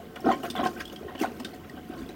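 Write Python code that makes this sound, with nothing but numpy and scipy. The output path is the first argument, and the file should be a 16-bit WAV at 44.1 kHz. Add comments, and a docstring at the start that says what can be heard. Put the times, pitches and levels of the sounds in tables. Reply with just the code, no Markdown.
"""Small tiled bathroom: a plunger works up and down in a toilet bowl, over quiet hum and hiss.
Each push rumbles. Air escapes the rubber cup in three gulps: big bubbles, then smaller ones and spray.
Between gulps the water slops and drops fall back, each with a splat and the plink of a trapped bubble.
Bubbles are decaying, rising tones; the bowl's resonances colour the bubble clouds and splats."""
import sys
import numpy as np
from scipy import signal
from scipy.fft import rfft, irfft, next_fast_len
from scipy.io import wavfile
from scipy.ndimage import uniform_filter1d

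SR = 44100
rng = np.random.default_rng(int(sys.argv[2]) if len(sys.argv) > 2 else 0)


def transcribe(u):
    """Save the signal u as a 16-bit wav file named by the first command-line argument.

    u: samples, shape (n,) or (channels, n), limited to [-1, 1]; the rate is SR.
    q: integer samples, one column per channel.
    """
    v = np.clip(np.atleast_2d(u).T, -1, 1)
    q = np.round(v * 32767).astype(np.int16)
    wavfile.write(sys.argv[1], SR, q)


N = 94815
T = np.arange(N) / SR


def amp(db):
    """dB to gain."""
    return 10 ** (np.asarray(db) / 20)


def unit(x):
    """Scale to rms 1."""
    return x / np.sqrt(np.mean(x ** 2) + 1e-20)


def read(points, hz):
    """Interpolate (freq_hz, value) rows over log frequency."""
    freq_hz, values = np.transpose(points)
    return np.interp(np.log(hz + 1), np.log(freq_hz), values)


def add(mix, start_s, sound):
    """Mix a sound in at start_s."""
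    part = mix[max(0, round(start_s * SR)):][:len(sound)]
    part += sound[:len(part)]


def colour(x, spectrum):
    """Filter by (freq_hz, gain_db) rows; output rms 1."""
    size = next_fast_len(len(x), True)
    gain = amp(read(spectrum, np.fft.rfftfreq(size, 1 / SR)))
    return unit(irfft(rfft(x, size) * gain, size)[:len(x)])


def swell(crest_s, rise_s, fall_s):
    """Envelope: up 20 dB over the rise_s before the crest, then down 20 dB per fall_s."""
    return amp(-20 * np.where(T < crest_s, ((crest_s - T) / rise_s) ** 2, (T - crest_s) / fall_s))


def hum_and_hiss(level_db=-49.5):
    """Steady, bass-heavy background noise."""
    # freq_hz, gain_db
    spectrum = [(20, -28), (35, -2), (48, 1.5), (62, -10.5), (80, 9.5), (110, -8), (150, 5.5), (300, -6.5),
                (1000, -18.5), (4000, -27.5), (10000, -34.5), (15500, -26)]
    return amp(level_db) * colour(rng.standard_normal(N), spectrum)


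def pushes():
    """Low rumble as the cup is pressed and pulled."""
    # crest_s, rise_s, fall_s, level_db
    strokes = [(.29, 0.084, 0.085, -52.5), (.6, 0.056, 0.11, -49.5), (.81, 0.074, 0.29, -50),
               (1.25, .04, .1, -58), (1.58, 0.058, 0.18, -54), (2.04, 0.13, 0.15, -48)]
    # freq_hz, gain_db
    spectrum = [(20, -5), (35, -16), (50, 13), (80, 7.5), (120, -40), (250, -48), (1000, -80)]
    envelope = sum(amp(level_db) * swell(*timing) for *timing, level_db in strokes)
    return colour(rng.standard_normal(N), spectrum) * envelope


def bowl(x):
    """Air and porcelain of the bowl lift their resonances."""
    # freq_hz, width_hz, gain
    modes = [(242.5, 9.3, 0.48), (327, 100, 0.61), (414, 13, 0.2), (726, 23, 5.8), (1066, 20.4, 5.7),
             (1257, 49, 1.4), (1527, 24, 1.95), (1853, 27, 1.5), (2260, 23, 0.3), (3012, 300, 1.04),
             (3340, 94, 0.82)]
    return x + sum(gain * signal.lfilter(*signal.iirpeak(hz, hz / width_hz, SR), x)
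                   for hz, width_hz, gain in modes)


def bubble(hz, ring_s, glide, swell_cycles=0.87, pinch_s=0.00035):
    """A bubble pinches off, rings down 60 dB and rises by the fraction glide as it nears the surface."""
    t = np.arange(0, ring_s, 1 / SR)
    cycles = hz * t * (1 + glide * t / ring_s / 2)
    attack = 1 - np.exp(-(t / (swell_cycles / hz + pinch_s)) ** 1.35)
    decay = amp(-60 * (t / ring_s) ** 1.06)
    return attack * decay * np.sin(2 * np.pi * cycles)


def mist(rate_per_s=2400, spread_db=3):
    """Ticks of the finest droplets."""
    # freq_hz, gain_db
    spectrum = [(1000, -22), (4000, -7), (7000, -14), (9000, -3), (10500, -5), (13000, 1), (15500, 0.5)]
    ticks = (rng.random(N) < rate_per_s / SR) * rng.standard_normal(N)
    strength = amp(spread_db * np.minimum(rng.exponential(1, N), 4))
    return colour(ticks * strength, spectrum)


def cloud(low_hz, high_hz, rate_per_s, ring_cycles, spread_db, steady_s=0.02, count=160):
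    """Steady stream of random bubbles of one size class, ringing in the bowl."""
    pitches_hz = np.geomspace(low_hz, high_hz, count)
    rings_s = ring_cycles * (.5 + rng.random(count)) / pitches_hz
    tones = [amp(-np.log2(hz / low_hz)) * bubble(hz, ring_s, glide=0.18)  # -1 dB per octave
             for hz, ring_s in zip(pitches_hz, rings_s)]
    when, pick, strength, sign = rng.random((9000, 4))[:int(rate_per_s * N / SR)].T
    gains = np.sign(sign - .5) * amp(spread_db * np.minimum(-np.log(1 - strength), 4))
    out = np.zeros(N + SR)
    for at, k, gain in zip((when * N).astype(int), (pick * count).astype(int), gains):
        out[at:at + len(tones[k])] += gain * tones[k]
    out = unit(bowl(out[:N]))
    span = int(steady_s * SR)
    local_power = uniform_filter1d(uniform_filter1d(out ** 2, span), span)
    return unit(out / np.sqrt(local_power + 0.0073))


def churn():
    """Bubble clouds and mist follow the slopping and splashes, which add in power."""
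    # crest_s, rise_s, fall_s, big_db, medium_db, small_db, spray_db, mist_db
    splashes = [(0.163, 0.0059, 0.031, -44, -39.5, -40, -67, -66),
                (0.246, .004, .03, -37, -38, -50, -64, -66),
                (0.289, 0.051, 0.034, -27.5, -27, -41, -56.5, -63),
                (0.326, 0.042, 0.034, -52, -28.5, -35, -48, -56),
                (0.436, 0.0076, 0.04, -42, -38, -42, -53, -48),
                (0.453, 0.014, 0.043, -41, -37.5, -37.5, -50.5, -49),
                (0.554, 0.0033, 0.038, -39, -36, -38, -55, -54),
                (0.576, .014, 0.035, -38, -37, -38.5, -57, -58),
                (0.603, 0.031, 0.061, -34.5, -30, -37.5, -57, -66),
                (0.641, 0.011, .04, -29, -42, -37.5, -52.5, -52),
                (0.663, 0.021, 0.035, -34, -30, -34.5, -46, -49),
                (0.786, 0.026, .04, -40, -44.5, -48.5, -63, -55),
                (0.813, 0.02, 0.021, -52, -43, -34.5, -44, -49),
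                (0.928, .015, 0.031, -42, -54, -51.5, -56, -54),
                (1.097, 0.024, 0.11, -73, -41, -50.5, -74, -72),
                (1.152, .004, 0.038, -42, -41, -45.5, -59, -64),
                (1.201, 0.017, .015, -40, -40.5, -41, -48.5, -52),
                (1.216, 0.0057, 0.029, -24.5, -44, -37.5, -41, -40.5),
                (1.234, 0.0067, 0.057, -37, -29, -37.5, -48.5, -52),
                (1.404, 0.0082, 0.015, -42, -37.5, -60, -57, -55),
                (1.45, .003, 0.023, -35, -64, -40.5, -56, -57),
                (1.543, .012, 0.034, -51, -46.5, -52.5, -55, -59),
                (1.65, 0.021, 0.021, -58, -70, -52, -79, -72),
                (1.787, 0.041, 0.026, -44, -46.5, -52, -86, -74),
                (1.945, 0.063, 0.052, -64, -44.5, -50.5, -76, -78),
                (1.984, .012, 0.068, -41, -64, -51.5, -56, -66),
                (2.023, 0.046, 0.078, -38.5, -73, -53.5, -67, -73),
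                (2.093, .003, 0.048, -38.5, -47, -51.5, -59, -68)]
    # time_s, level_db
    slop_curve = [(0, -0.5), (.12, -2), (.22, 0.5), (.36, 2.5), (.53, 2), (.75, 3), (.85, -2.5), (.94, 1),
                  (1.04, 0), (1.17, -2.5), (1.29, 1), (1.36, 1.5), (1.5, 1.5), (1.6, -1.5), (1.72, -1),
                  (1.84, -1), (1.98, 1), (2.15, -1)]
    # big bubbles to spray: low_hz, high_hz, rate_per_s, ring_cycles, spread_db, base_db, slop_scale
    size_classes = [(196.7, 541, 330, 8.9, 3, -46.5, 1.4), (499.4, 1398, 700, 15.6, 3, -54, 0.61),
                    (1320, 3890, 1500, 33.6, 3.5, -58, 1), (3997, 9810, 1600, 42, 4, -67.5, 2.9)]
    slop_db = np.interp(T, *np.transpose(slop_curve))

    def envelope(layer, base_db, slop_scale):
        splash_power = sum((swell(*row[:3]) * amp(row[3 + layer])) ** 2 for row in splashes)
        return np.sqrt(amp(base_db + slop_scale * slop_db) ** 2 + splash_power)

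    clouds = sum(envelope(layer, base_db, slop_scale) * cloud(*size)
                 for layer, (*size, base_db, slop_scale) in enumerate(size_classes))
    return clouds + envelope(layer=4, base_db=-66.5, slop_scale=2.6) * mist()


def drops(attack_s=0.002377, splat_t60_s=0.034, ripple_db=0.5):
    """Each falling drop splats in the bowl and traps a tiny bubble that plinks."""
    # start_s, pitch_hz, plink_db, splat_db, tilt_db_per_oct
    impacts = [(0.157, 2870, -35.5, -40.5, 1), (0.203, 5350, -44, -39, 13), (0.256, 5220, -42.5, -44, -3),
               (0.500, 3520, -25.5, -27, 0), (0.508, 3480, -49, -32, 4), (0.56, 3420, -27.5, -34, -9),
               (0.577, 3330, -28, -57, -3), (0.65, 3050, -31, -33, -2), (0.668, 5900, -38, -26.5, -5.5),
               (0.852, 3220, -31, -37.5, 3), (0.876, 3340, -36.5, -40.5, 5), (0.896, 2900, -37.5, -44, -3),
               (0.959, 3200, -34, -38, -4), (1.151, 2896, -37, -58, -3), (1.177, 2950, -36, -46, -2),
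               (1.199, 2720, -29.5, -33, 8), (1.225, 2060, -26, -34, 6), (1.398, 1830, -40, -34.5, -0.5),
               (1.446, 3610, -26.5, -27.5, -2), (1.463, 5020, -47, -44, 0), (1.694, 1890, -35, -43, 1),
               (1.887, 10740, -52, -56, 8), (2.088, 3880, -40, -43, 4)]
    # freq_hz, gain_db
    splat_spectrum = [(200, -40), (1200, -9), (3500, 0), (5000, 3), (7000, -9.5), (8500, -2.5),
                      (11000, -16), (16000, -9.5)]
    out = np.zeros(N)
    t = np.arange(4096) / SR
    envelope = (1 - np.exp(-t / attack_s)) * amp(-60 * t / splat_t60_s)
    grid_hz = np.linspace(200, 16000, 40)
    for start_s, pitch_hz, plink_db, splat_db, tilt_db_per_oct in impacts:
        shape_db = read(splat_spectrum, grid_hz) + tilt_db_per_oct * np.log2(grid_hz / pitch_hz)
        shape_db += ripple_db * rng.standard_normal(len(grid_hz))
        splat = colour(bowl(rng.standard_normal(len(t))), np.transpose([grid_hz, shape_db]))
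        add(out, start_s, amp(splat_db) * splat * envelope)
        add(out, start_s + attack_s, amp(plink_db) * bubble(pitch_hz, ring_s=0.027, glide=0.094))
    return out


def gulps():
    """Large single bubbles break out from under the cup."""
    # start_s, pitch_hz, level_db, ring_s
    large_bubbles = [(0.0, 686, -33.5, 0.056), (0.197, 740, -35, 0.056), (0.242, 375, -20.5, 0.054),
                     (0.244, 1403, -34.5, 0.044), (0.251, 235, -22, .1), (0.262, 732, -18, 0.059),
                     (0.262, 296, -17, 0.1), (0.265, 453, -11, 0.027), (0.276, 335, -7.5, 0.023),
                     (0.286, 241, -21, 0.16), (0.287, 763, -10, 0.037), (0.291, 1370, -17.5, 0.019),
                     (0.301, 722, -10.5, 0.041), (0.313, 1055, -21.5, 0.16), (0.327, 347, -20, 0.044),
                     (0.335, 2246, -35, 0.058), (0.433, 356, -28, 0.089), (0.439, 691.5, -28.5, 0.13),
                     (0.501, 254, -19.5, 0.035), (0.551, 731, -25, 0.05), (0.592, 675, -24, 0.063),
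                     (0.593, 280, -20.5, 0.074), (0.608, 718, -21.5, 0.044), (0.629, 325, -14.5, 0.043),
                     (0.631, 1068, -23.5, 0.12), (0.631, 757, -23, .06), (0.658, 1055, -23, 0.14),
                     (0.660, 340, -13.5, 0.026), (0.659, 723, -18, 0.05), (0.764, 1518, -34.5, 0.072),
                     (0.799, 1904, -39, 0.11), (1.010, 375, -23.5, 0.03), (1.029, 687, -31.5, 0.031),
                     (1.048, 443, -23.5, .022), (1.064, 395, -22, 0.03), (1.083, 1863, -38, 0.057),
                     (1.150, 270, -24, 0.031), (1.211, 314.5, -20, 0.098), (1.212, 745, -27.5, 0.046),
                     (1.224, 407, -18.5, 0.023), (1.227, 2006, -23, .02), (1.243, 726, -14, 0.042),
                     (1.249, 1460, -25, 0.045), (1.271, 237, -31, 0.089), (1.398, 251, -31, 0.14),
                     (1.447, 268, -33, 0.049), (1.541, 283, -33, 0.087), (1.737, 296, -32, 0.09),
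                     (1.897, 294, -16.5, 0.026), (2.012, 233, -40, 0.035)]
    out = np.zeros(N)
    for start_s, pitch_hz, level_db, ring_s in large_bubbles:
        add(out, start_s, amp(level_db) * bubble(pitch_hz, ring_s, glide=.03))
    return out


def bathroom(x, echo_s=.009, echo_db=-12, tail_db=-12.5):
    """Direct sound, one near-wall echo and a short tail off the tiles."""
    # freq_hz, t60_s
    decay_times = [(100, 0.23), (300, 0.51), (1000, 0.12), (4000, 0.24), (16000, 0.21)]
    size = SR // 2
    taps = rng.standard_normal(size) * (rng.random(size) < .1) * (T[:size] > echo_s / 2)
    hz, t, spectra = signal.stft(taps, SR, nperseg=256)
    decay = amp(-60 * t / read(decay_times, hz)[:, None])
    response = signal.istft(spectra * decay, SR, nperseg=256)[1]
    response *= amp(tail_db) / np.linalg.norm(response)
    add(response, echo_s, amp([echo_db]))
    return x + signal.fftconvolve(x, response)[:N]


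def scene():
    """Water in the room, plus dry rumble and background; mono."""
    water = bathroom(gulps() + drops() + churn())
    return (water + pushes() + hum_and_hiss())[None]


def record(dry, low_cut_hz=44, high_cut_hz=16000):
    """Bass roll-off and band limit."""
    highpass = signal.butter(4, low_cut_hz, "highpass", fs=SR, output="sos")
    lowpass = signal.firwin(511, high_cut_hz, window=("kaiser", 9), fs=SR)
    return signal.oaconvolve(signal.sosfilt(highpass, dry), lowpass[None], "same")


dry = scene()
out = record(dry)
transcribe(out)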